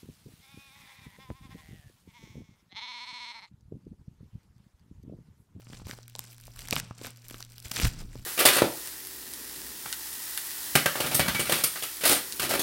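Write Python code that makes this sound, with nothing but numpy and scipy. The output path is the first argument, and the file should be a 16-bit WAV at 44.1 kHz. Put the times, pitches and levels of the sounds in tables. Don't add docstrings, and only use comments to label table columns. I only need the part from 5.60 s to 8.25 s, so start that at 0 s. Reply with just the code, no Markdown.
import sys
import numpy as np
from scipy import signal
from scipy.fft import rfft, irfft, next_fast_len
from scipy.io import wavfile
from scipy.ndimage import uniform_filter1d

SR = 44100
rng = np.random.default_rng(int(sys.argv[2]) if len(sys.argv) > 2 else 0)


def convert_level_to_amplitude(level_db):
    exponent = np.asarray(level_db, float) / 20
    return 10 ** exponent


def materialize(psi):
    bounded = np.clip(np.atleast_2d(psi).T, -1, 1)
    quanta = np.round(bounded * 32767).astype(np.int16)
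    wavfile.write(sys.argv[1], SR, quanta)


N = 116865


def evened(x):
    return x / np.sqrt(np.mean(x ** 2) + 1e-20)


def peaked(x):
    return x / abs(x).max()


def colour(x, points):
    length = x.shape[-1]
    size = next_fast_len(length)
    point_hz, point_db = np.transpose(points)
    bin_hz = np.fft.rfftfreq(size, 1 / SR)
    gain_db = np.interp(np.log(bin_hz + 1), np.log(point_hz + 1), point_db)
    return irfft(rfft(x, size) * convert_level_to_amplitude(gain_db), size)[..., :length]


def band(x, lo_hz, hi_hz):
    sos = signal.butter(2, [lo_hz, min(hi_hz, 20000)], "band", fs=SR, output="sos")
    return signal.sosfilt(sos, x)


def add(mix, start_s, sound):
    part = mix[round(start_s * SR):][:len(sound)]
    part += sound[:len(part)]


def slow(hz):
    width = int(SR / hz)
    return evened(uniform_filter1d(uniform_filter1d(rng.standard_normal(N), width), width))


# pitch_hz, density_db [dB per Hz]
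ROOM_SPECTRUM = [(100, 14), (170, 28), (462, -7), (675, 0), (846, -47), (5810, 15), (6630, 2), (15500, -48)]
# pitch_hz, level_db [rms]
PUMP_HUM = [
    (118.4, -54.5),
    (242.2, -74),
]


def room():
    t = np.arange(N) / SR
    hum = np.zeros(N)
    for pitch_hz, level_db in PUMP_HUM:
        level = np.sqrt(2) * convert_level_to_amplitude(level_db + 0.69 * slow(26))
        hum += level * np.sin(2 * np.pi * pitch_hz * t + 0.023 * slow(8.4))
    return hum + convert_level_to_amplitude(-71) * evened(colour(rng.standard_normal(N), ROOM_SPECTRUM))


# time_s, level_db
SHEET_SWAY = [(0, -79), (.2, -57), (.4, -60), (.7, -76), (0.839, -60), (.89, -53.5), (1.2, -54),
              (1.53, -101), (1.701, -55), (2.21, -70), (2.27, -45), (2.33, -43), (2.44, -42.5), (2.52, -47),
              (2.65, -47.5)]
# pitch_hz, density_db [dB per Hz]
RUMBLE_SPECTRUM = [(14, -11), (33, 2), (60, -10), (110, -13), (300, -24), (600, -49.5)]
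# start_s, peak_db, pitch_hz, length_cycles
AIR_BUMPS = [
    (0.126, -51, 59, 2.3),
    (0.251, -34, 89, 2.17),
    (1.122, -43, 45, 0.91),
    (1.15, -43, 74, 3.1),
    (2.053, -37, 68, 1.4),
    (2.172, -39, 59.6, 3.7),
    (2.2292, -17.5, 60.3, 2.1),
    (2.2457, -24, 116.7, 5.4),
    (2.266, -22.5, 39.7, 1.1),
    (2.41, -34.5, 25.9, 1.73),
]


def bumps():
    sway_db = np.interp(np.arange(N) / SR, *np.transpose(SHEET_SWAY))
    rumble = evened(colour(rng.standard_normal(N), RUMBLE_SPECTRUM))
    out = convert_level_to_amplitude(sway_db + 0.95 * slow(29)) * rumble
    for start_s, peak_db, pitch_hz, length_cycles in AIR_BUMPS:
        cycle = np.arange(0, length_cycles, pitch_hz / SR)
        window = np.sin(np.pi * cycle / length_cycles)
        add(out, start_s, -convert_level_to_amplitude(peak_db) * window * np.sin(2 * np.pi * cycle))
    return out


def tail(x):
    early_s, echo_s, early_db, echo_db = 0.032, 0.081, -17, -18
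    t = np.arange(9000) / SR
    decay = np.exp(-t / [[early_s], [echo_s]])
    begun = t > [[0.001], [0.006]]
    near, far = rng.standard_normal((2, 9000)) * decay * begun
    early = convert_level_to_amplitude(early_db) * band(near / np.linalg.norm(near), 540, 9500)
    echo = convert_level_to_amplitude(echo_db) * band(far / np.linalg.norm(far), 97, 4400)
    return signal.oaconvolve(x, early + echo)[:N]


# start_s, peak_db, pitch_hz
SHEET_POPS = [(0.07, -38.5, 201), (0.101, -31.5, 184), (0.126, -34, 252), (.133, -31, 195),
              (0.197, -39, 245), (0.218, -29.5, 165), (0.269, -30, 230), (0.296, -28, 340),
              (0.331, -32, 181), (0.387, -37, 493), (0.553, -45, 328), (0.59, -40.5, 312),
              (.8802, -33, 875), (1.126, -16.5, 275), (1.164, -22.5, 214), (1.3095, -26, 158),
              (1.711, -30.5, 402), (1.743, -31.5, 396), (2.199, -20.5, 330), (2.252, -16, 286),
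              (2.42, -33.5, 400), (2.5551, -27, 378), (2.562, -32, 168)]


def pops():
    out, t = np.zeros(N), np.arange(1500) / SR
    for start_s, peak_db, pitch_hz in SHEET_POPS:
        rise = 1 - np.exp(-t * pitch_hz / 0.12)
        swing = rise * np.exp(-1.4 * pitch_hz * t) * np.cos(2 * np.pi * 0.69 * pitch_hz * t)
        click = (1 + 0.5 * rng.standard_normal(1500)) * np.exp(-t / 0.00087)
        add(out, start_s, convert_level_to_amplitude(peak_db) * (swing + 0.06 * peaked(band(click, 350, 5100))))
    return out


# start_s, peak_db, body_db, body_hz, top_db
EARLY_CREASES = [(0.0698, -49.5, 5.5, 1750, -11), (0.1328, -45, 11.5, 2240, -7),
                 (0.2691, -34.5, -7, 1060, -3), (0.3116, -28.5, 0.5, 2400, -3),
                 (0.3875, -40, -0.5, 820, -15), (0.4311, -39, -9, 2600, -9), (0.4808, -39.5, -0.5, 2240, 7),
                 (0.4985, -43, -25, 2600, 4), (0.5528, -20, -17, 724, -32), (0.5616, -42.5, -3, 700, 9),
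                 (0.5865, -39, -12, 784, 3), (0.5926, -18.5, -16.5, 840, 0.5), (0.6054, -43, -17, 2600, 5),
                 (0.6407, -37.5, -11.5, 780, 2), (0.782, -40, -9, 1330, 2), (0.8012, -49, 0, 1990, 9.5),
                 (0.8118, -44.5, -18, 2280, 10), (0.8384, -39.5, -26, 2600, -8),
                 (0.8547, -38, -26, 2600, 1), (0.8698, -37, -27, 2260, -2), (0.9621, -45, 1, 1350, 8),
                 (0.9717, -47, 3, 1340, 5), (0.9759, -52, 5, 2600, 4), (0.9918, -29.5, -3.5, 2240, 2),
                 (1.0192, -33, -10, 2600, -10), (1.074, -39, 1.5, 2600, 4), (1.086, -28, -5, 1990, 1),
                 (1.1096, -14, -16, 2700, 0), (1.1271, -17.5, 3.5, 2160, -1), (1.1324, -15, -8.5, 686, -7),
                 (1.157, -22, -16, 2600, 1), (1.1644, -19, 5.5, 1920, -22), (1.1848, -23, -7, 2600, -3)]
# start_s, peak_db, body_db, body_hz, top_db
LATE_CREASES = [(1.31, -42, 11, 1090, -21), (1.4468, -34, 4.5, 1110, -10), (1.4622, -30.5, -2, 1990, 0),
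                (1.4691, -35.5, 1.5, 1010, 11), (1.506, -48, -6, 2280, 14), (1.5607, -47, -17, 2600, 2),
                (1.5726, -48, -14, 2600, 10), (1.6844, -40, -18, 2600, 10.5), (1.6899, -49, -5, 2600, 7),
                (1.6996, -41.5, 5.5, 2270, 7), (1.7096, -44, 8, 2240, 14), (1.7439, -31, 0.5, 1464, -9),
                (1.8057, -28, -9.5, 1220, -4.5), (1.8267, -24, -10, 2600, -19), (1.85, -34, -27, 1990, -2),
                (1.8929, -46, -15, 2600, -9), (1.9001, -45, -9, 2600, 1), (1.9212, -39.5, -13, 2600, 1),
                (1.9761, -57, 1, 2620, -11), (1.982, -32, -9, 2600, 1.5), (2.0019, -39, -27, 2600, 9.5),
                (2.0263, -47, -9, 784, 11), (2.0501, -36, -9, 2030, -10), (2.0839, -37, -22, 900, 4),
                (2.0988, -44, -21, 2600, 7), (2.1162, -17.5, -15.5, 1550, -8),
                (2.162, -17, -3.5, 2670, -19), (2.1681, -24, 6, 2630, -19), (2.1925, -26, 6, 2280, -11),
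                (2.1994, -20, 4.5, 2320, -1), (2.2336, -21, -1, 2600, -14), (2.2527, -23.5, 7.5, 2620, 5),
                (2.5566, -36, -5.5, 600, -6)]
# start_s, peak_db, body_db, body_hz, top_db
MORE_CREASES = [
    (1.2, -25, 0, 1800, 7),
    (1.4142, -39, 5, 480, -5),
    (1.0838, -33.5, -7.5, 1160, -3),
    (1.455, -41, 5, 2100, -8),
    (1.481, -45, 0, 1480, -6),
    (2.268, -29, 5, 1500, 1),
    (.1985, -58, 13, 870, -12),
    (.2185, -54.5, 6, 780, -8),
    (.296, -40, 5.5, 1070, 3),
    (.334, -44.5, 8, 950, -3),
]


def snaps():
    decay_s, body_decay_s, rise_s = 0.00062, 0.00093, 0.00031
    out, t = np.zeros(N), np.arange(600) / SR
    fast = np.exp(-t / 0.0001) + 0.5 * np.exp(-t / decay_s)
    rise = np.minimum(t / rise_s, 1)
    for start_s, peak_db, body_db, body_hz, top_db in list(EARLY_CREASES) + list(LATE_CREASES) + list(MORE_CREASES):
        crack_noise, top_noise, body_noise = rng.standard_normal((3, 600))
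        crack = peaked(band(crack_noise * fast, 3150, 6760))
        top = peaked(band(top_noise * fast, 5000, 14300))
        ring = rise * np.exp(-t * np.sqrt(body_hz / 1500) / body_decay_s)
        body = peaked(band(body_noise * ring, body_hz / 1.76, body_hz * 1.44))
        snap = crack + convert_level_to_amplitude(top_db + 4.0) * top + convert_level_to_amplitude(body_db + 1.0) * body
        add(out, start_s - 0.0003, convert_level_to_amplitude(peak_db - 1.5) * snap)
    return out


# time_s, pull_db, dullness_db [sheet body over fibres]
EARLY_PULL = [
    [(0, -55.5, -22), (.07, -63, 2), (.13, -50.5, -7), (.24, -59.5, 4), (.285, -43, -17), (.34, -51.5, -17),
     (.44, -65.5, -10), (.53, -62, -9)],
    [(.6, -56, 3.5), (.72, -54, -29), (.75, -59.5, -25), (.79, -60, -22), (.93, -60.5, -24)],
    [(1.02, -45.5, -17), (1.118, -51, -1), (1.135, -36.5, -4), (1.175, -34, -4), (1.195, -37, -19),
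     (1.212, -53, 7), (1.34, -63, -6)],
]
# time_s, pull_db, dullness_db [sheet body over fibres]
LATE_PULL = [
    [(1.365, -55.5, -9), (1.4, -48.5, -1.5), (1.44, -41, -12.5), (1.475, -42.5, -5), (1.53, -62.5, -10),
     (1.64, -60.5, -20), (1.7, -49, -20), (1.81, -52, -21), (1.89, -61.5, -19)],
    [(2.03, -56.5, -30), (2.055, -43, -18), (2.11, -56.5, -22), (2.1135, -32.5, -25), (2.119, -35, -20),
     (2.123, -48, -27)],
    [(2.15, -39.5, -25), (2.165, -29, -20), (2.171, -41, -18), (2.18, -30, -10), (2.191, -27.5, -9),
     (2.196, -38, -25), (2.203, -33.5, -22), (2.21, -39, -33)],
    [(2.222, -27.5, -12), (2.24, -30.5, -7), (2.254, -29.5, 0.5), (2.272, -32.5, -24), (2.29, -43.5, -20)],
    [(2.36, -51, 2.5), (2.41, -43.5, -5.5), (2.45, -61, 13.5), (2.59, -55, -24), (2.65, -60, -12)],
]


def pull():
    time_s, pull_db, dull_db = np.concatenate(list(EARLY_PULL) + list(LATE_PULL)).T
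    t = np.arange(N) / SR
    return np.interp(t, time_s, pull_db), np.interp(t, time_s, dull_db)


# pitch_hz, density_db [dB per Hz]
FIBRE_SPECTRUM = [(110, -25), (180, -6), (300, -4.5), (581, -7), (1140, -9), (1460, -6.5), (1730, -9.5),
                  (3280, -11), (15500, -5.5)]
# pitch_hz, density_db [dB per Hz]
BODY_SPECTRUM = [(70, 32), (150, 42.5), (400, 12), (1200, 4), (2500, -29.5), (6000, -20)]


def crackle(pull_db, dull_db):
    ticks_per_s, spread_db, tick_s, kinds = 700, 6, 0.00052, 24
    tick_db, rub_db, top_hz = -2.5, -6.5, 8470
    rate = ticks_per_s * convert_level_to_amplitude(0.55 * (pull_db + 58.5))
    strength = convert_level_to_amplitude(spread_db * np.minimum(rng.exponential(1, N), 2.6))
    parted = rng.random(N) < rate * convert_level_to_amplitude(5.5 * slow(90)) / SR
    size = strength * parted / np.sqrt(rate)
    kind = rng.integers(0, kinds, N)
    t, ticks = np.arange(256) / SR, np.zeros(N)
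    for k, hz in enumerate(np.geomspace(2200, 12000, kinds)):
        grain = rng.standard_normal(256) * np.exp(-t / tick_s)
        tick = evened(0.27 * grain + band(grain, hz / 1.62, hz * 1.17))
        ticks += signal.oaconvolve(size * (kind == k), tick)[:N]
    rub = colour(rng.standard_normal(N) * convert_level_to_amplitude(3.1 * slow(120)), [(5000, 0), (12000, -7.5)])
    raw = convert_level_to_amplitude(tick_db) * evened(ticks) + convert_level_to_amplitude(rub_db) * evened(rub)
    fibre = evened(colour(raw, FIBRE_SPECTRUM))
    low = colour(fibre, [(top_hz, 0), (top_hz * 1.74, -30)])
    top = (fibre - low) * convert_level_to_amplitude(-0.52 * (dull_db + 25))
    body = convert_level_to_amplitude(dull_db) * evened(colour(raw, BODY_SPECTRUM))
    return convert_level_to_amplitude(pull_db) * (low + top + body)


def scene():
    paper = crackle(*pull()) + snaps() + pops()
    return (paper + tail(paper) + bumps() + room())[None]


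def top_cut(x):
    return signal.sosfilt(signal.butter(12, 16850, fs=SR, output="sos"), x)


def record(dry):
    notch_hz, half_width_hz, notch_db = 6630, 460, -6.5
    edge_hz, edge_db = 15950, -43
    x = colour(dry, [(notch_hz - half_width_hz, 0), (notch_hz, notch_db), (notch_hz + half_width_hz, 0)])
    x = colour(x, [(edge_hz, 0), (edge_hz + 150, edge_db), (edge_hz + 800, edge_db - 6), (edge_hz + 950, -90)])
    return top_cut(x)


dry = scene()
out = record(dry)
materialize(out)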